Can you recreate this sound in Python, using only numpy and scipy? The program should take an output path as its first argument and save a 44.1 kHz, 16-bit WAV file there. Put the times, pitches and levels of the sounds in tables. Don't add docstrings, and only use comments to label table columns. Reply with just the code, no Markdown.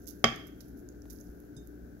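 import sys
import numpy as np
from scipy import signal
from scipy.fft import rfft, irfft
from scipy.io import wavfile
from scipy.ndimage import uniform_filter1d

SR = 44100
rng = np.random.default_rng(int(sys.argv[2]) if len(sys.argv) > 2 else 0)


def generate_wav(signal):
    frames = np.transpose(np.atleast_2d(signal))
    scaled = np.clip(frames, -1, 1) * 32767
    pcm = np.round(scaled).astype(np.int16)
    wavfile.write(sys.argv[1], SR, pcm)


N = 88200

# (frequency [Hz], relative gain [dB])
SMALL_SOUND_COLOUR = [(200, -59.5), (1000, -27), (2600, -22), (4000, -9), (6200, 5), (8600, -10.5),
                      (11500, 9), (15500, 0)]


def undb(db):
    return 10 ** (np.asarray(db) / 20)


def clock(start=0):
    return np.arange(N) / SR - start


def fade(t, t60):
    return (t >= 0) * np.exp(-np.log(1000) * np.maximum(t, 0) / max(t60, 1e-4))


def unit(x):
    return x / np.sqrt(np.sum(x ** 2, axis=-1, keepdims=True))


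def freqs():
    return np.maximum(np.arange(N // 2 + 1) * SR / N, 1)


def curve(points, axis=1):
    p = np.array(points, float)
    return np.interp(np.log(freqs()), np.log(p[:, 0]), p[:, axis])


def colour(x, db):
    cepstrum = irfft(db * np.log(10) / 20, N)
    cepstrum[1:N // 2] *= 2
    cepstrum[N // 2 + 1:] = 0
    return irfft(rfft(x) * np.exp(rfft(cepstrum)), N)


def pair():
    half_alike_hz = 600
    mid, side = rfft(rng.standard_normal((2, N)))
    alike = 1 / (1 + (freqs() / half_alike_hz) ** 2)
    common = mid * np.sqrt((1 + alike) / 2)
    opposed = side * np.sqrt((1 - alike) / 2)
    return irfft(common + np.array([[1], [-1]]) * opposed, N)


def walk(rate):
    k = max(int(SR / rate), 2)
    steps = np.repeat(rng.standard_normal(N // k + 1), k)[:N]
    return uniform_filter1d(steps, k)


def ring(t, hz, t60):
    return fade(t, t60) * np.sin(2 * np.pi * hz * t)


def fridge():
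    # (multiple of the fundamental, level at the left [dB rms])
    harmonics = [(1, -56.5), (2, -63), (3, -61), (4, -65), (5, -54), (6, -63.5), (7, -61)]
    # (frequency [Hz], left density [dB per Hz], right density [dB per Hz])
    noise_floor = [(20, -93, -100), (39.7, -73, -82.5), (62, -73, -70.5), (95, -79.5, -83.5),
                   (150, -84, -81.5), (270, -71.5, -76.5), (400, -80, -81.5), (520, -86.5, -93),
                   (699, -89.5, -102), (1070, -108, -107), (1281, -101, -105), (1529, -88.5, -104),
                   (1950, -108, -112), (3000, -117, -117), (4100, -116, -114), (6300, -124, -108),
                   (8700, -130, -119), (11800, -117, -107), (14920, -110, -112)]
    fundamental_hz, right_db, waver_db, left_lag_s = 59.16, -3, 0.5, 0.00049
    hum = 0
    for multiple, db in harmonics:
        level = undb(db + waver_db * walk(2.4)) * np.sqrt(2)
        cycles = multiple * fundamental_hz * clock() + rng.random()
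        hum = hum + level * np.sin(2 * np.pi * cycles + .3 * walk(6))
    noise = pair() * np.sqrt(SR / 2)
    left = colour(noise[0], curve(noise_floor, axis=1)) + hum
    right = colour(noise[1], curve(noise_floor, axis=2)) + hum * undb(right_db)
    return np.array([np.roll(left, int(left_lag_s * SR)), right])


def crackle(grain_db, tilt_db=0):
    swell = np.minimum(walk(1100), 1.8)
    grains = rng.standard_normal(N) * undb(grain_db * swell)
    octaves_up = np.log2(np.maximum(freqs() / 2000, 1))
    return unit(colour(grains, curve(SMALL_SOUND_COLOUR) + tilt_db * octaves_up)) * np.sqrt(N)


def fruit():
    # (time [s], level [dB])
    fizz_levels = [(0, -63), (.2, -69), (.55, -74), (.68, -62.5), (0.851, -94), (1.02, -74), (1.119, -61.5),
                   (1.38, -69.5), (1.5, -77), (1.68, -68.5), (1.85, -109.5), (2, -88)]
    # (time [s], level [dB], hold [s], t60 [s], treble tilt [dB per octave])
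    squelches = [(0.069, -40.5, .018, 0.13, -1.5), (0.468, -51.5, 0.0044, .07, -1.5),
                 (0.6044, -45, 0.0063, 0.032, -6.5), (0.767, -62.5, 0.033, 0.091, 0),
                 (1.098, -46, 0.01, 0.078, -3.5), (1.121, -47.5, .006, 0.13, 2.5),
                 (1.2, -54.5, 0.0035, .06, -2)]
    attack_s, grain_db = 0.0015, 5.5
    out = crackle(grain_db) * undb(np.interp(clock(), *np.array(fizz_levels).T))
    for s, db, hold, t60, tilt in squelches:
        t = clock(s)
        envelope = np.clip(t / attack_s, 0, 1) * fade(np.maximum(t - hold, 0), t60)
        out = out + undb(db) * envelope * crackle(grain_db, tilt)
    return out


def ticks():
    # (time [s], level [dB rms over 1 ms], band centre [Hz], half width [octaves])
    snaps = [(0.0215, -56, 6200, 0.23), (0.0569, -54, 6300, 0.2), (0.1086, -44.5, 6200, .5),
             (0.195, -54, 10000, 0.58), (0.3604, -42, 8500, 0.71), (0.607, -42, 4730, 0.28),
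             (0.688, -56, 11500, 0.46), (0.7881, -57, 11800, 0.26), (0.8887, -43, 6170, 0.41),
             (0.925, -59, 5750, .5), (1.0201, -49, 5900, 0.31), (1.1325, -43, 12100, 0.41),
             (1.1623, -54, 5000, 0.51), (1.187, -51, 5600, 0.45), (1.2067, -48, 11800, 0.71),
             (1.2107, -45.5, 6300, 0.06), (1.27, -56.5, 5530, .4), (1.4023, -48.5, 11000, .7),
             (1.451, -59, 11500, 0.57), (1.6732, -45, 10430, .9)]
    t60_s = 0.0037
    out = 0
    for s, db, hz, octaves in snaps:
        band = -10 * np.log10(1 + (np.log2(freqs() / hz) / octaves) ** 4)
        burst = rng.standard_normal(N) * fade(clock(s), t60_s)
        snap = colour(burst, band + curve(SMALL_SOUND_COLOUR))
        out = out + undb(db) * unit(snap) * np.sqrt(SR / 1000)
    return out


def knock():
    # (time after the first [s], relative level [dB])
    contacts = [(0, -3), (0.0016, -1), (0.0027, -4)]
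    # (frequency [Hz], left level [dB], right level [dB], t60 [s])
    modes = [(69, -45, -49.5, 0.44), (132.2, -35.5, -35.5, 0.28), (169.5, -29, -30.5, 0.22),
             (229.1, -22, -24.5, 0.19), (430, -18, -19.5, 0.072), (570, -21.5, -22.5, .05),
             (649, -19, -22.5, 0.084), (728, -7.5, -19.5, 0.023), (930, -22.5, -25, 0.0099),
             (1134, -26, -21.5, 0.07), (1889, -23.5, -27.5, 0.032), (2106, -15.5, -22.5, 0.026),
             (3201, -28.5, -12.5, 0.051), (3247, -37, -16, .05), (3873, -54, -26.5, 0.035),
             (4654, -55, -32, .04), (4996, -56.5, -18, 0.047), (5907, -67, -14.5, 0.014),
             (11420, -62.5, -33.5, 0.045)]
    # (frequency [Hz], left gain [dB], right gain [dB])
    crack = [(40.4, -12.5, -20), (136.2, 6.5, 1.5), (500, 16, 19), (851, 19, 19), (1520, 20.5, 10.5),
             (2270, 12, 17), (3300, 0, 7), (4130, -27.5, 2), (6540, -27.5, 12.5), (7930, -38.5, -1.5),
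             (8720, -42.5, -21), (11500, -39, -3), (15500, -33.5, -21.5)]
    start_s, crack_t60_s, build_s = 0.2412, 0.0095, 0.001
    t = clock(start_s)
    build = 1 - np.exp(-np.maximum(t, 0) / build_s)
    ringing = sum(undb([[left], [right]]) * ring(t, hz, t60) for hz, left, right, t60 in modes)
    chatter = sum(undb(db) * fade(t - s, crack_t60_s) for s, db in contacts)
    burst = unit(pair() * chatter)
    left_crack = colour(burst[0], curve(crack, axis=1))
    right_crack = colour(burst[1], curve(crack, axis=2))
    return build * ringing + np.array([left_crack, right_crack])


def click():
    # (frequency [Hz], relative gain [dB])
    click_colour = [(200, -2), (700, 15), (2000, 0), (5000, -5), (15000, -16)]
    start_s, level_db, right_db = 1.056, -35, -6
    pulse = 1. * (np.arange(N) == int(start_s * SR))
    return colour(pulse, curve(click_colour)) * undb(level_db) * undb([[0], [right_db]])


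def bumps():
    # (time [s], frequency [Hz], level [dB], t60 [s])
    thuds = [(1.292, 60.9, -38.5, 0.31), (1.568, 150, -38.5, 0.075)]
    return sum(undb(db) * ring(clock(s), hz, t60) for s, hz, db, t60 in thuds)


def clink():
    # (frequency [Hz], level [dB], t60 [s])
    modes = [(3675, -54.5, .105), (5044, -54, .1), (6288, -51.5, .09), (7628, -57.5, .13),
             (10510, -53, .085)]
    start_s, attack_s = 1.5655, 0.00074
    t = clock(start_s)
    ringing = sum(undb(db) * ring(t, hz, t60) for hz, db, t60 in modes)
    return np.clip(t / attack_s, 0, 1) * ringing


def at_microphones(small):
    # (frequency [Hz], gain [dB])
    left_shade = [(2000, -4), (4000, -20.5), (7000, -44), (10000, -35), (14000, -9.5)]
    return np.array([colour(small, curve(left_shade)), small])


def kitchen(x):
    # (frequency [Hz], gain [dB])
    room = [(100, -3), (250, -10.5), (700, -9.5), (1300, -6.5), (3000, -4), (6000, -11.5), (12000, -9.5)]
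    tail_t60_s, early_t60_s, early_db, delay_s = 0.47, 0.095, 0.5, .007
    t = clock(delay_s)
    decay = fade(t, tail_t60_s) + undb(early_db) * fade(t, early_t60_s)
    echo = colour(unit(pair() * decay), curve(room))
    return x + signal.fftconvolve(x, echo, axes=1)[:, :N]


def scene():
    small = fruit() + ticks() + clink()
    return kitchen(knock() + at_microphones(small)) + click() + bumps() + fridge()


def record(dry):
    top_hz = 15600
    low_pass = signal.ellip(8, .2, 70, top_hz, fs=SR, output="sos")
    return signal.sosfilt(low_pass, dry)


dry = scene()
out = record(dry)
generate_wav(out)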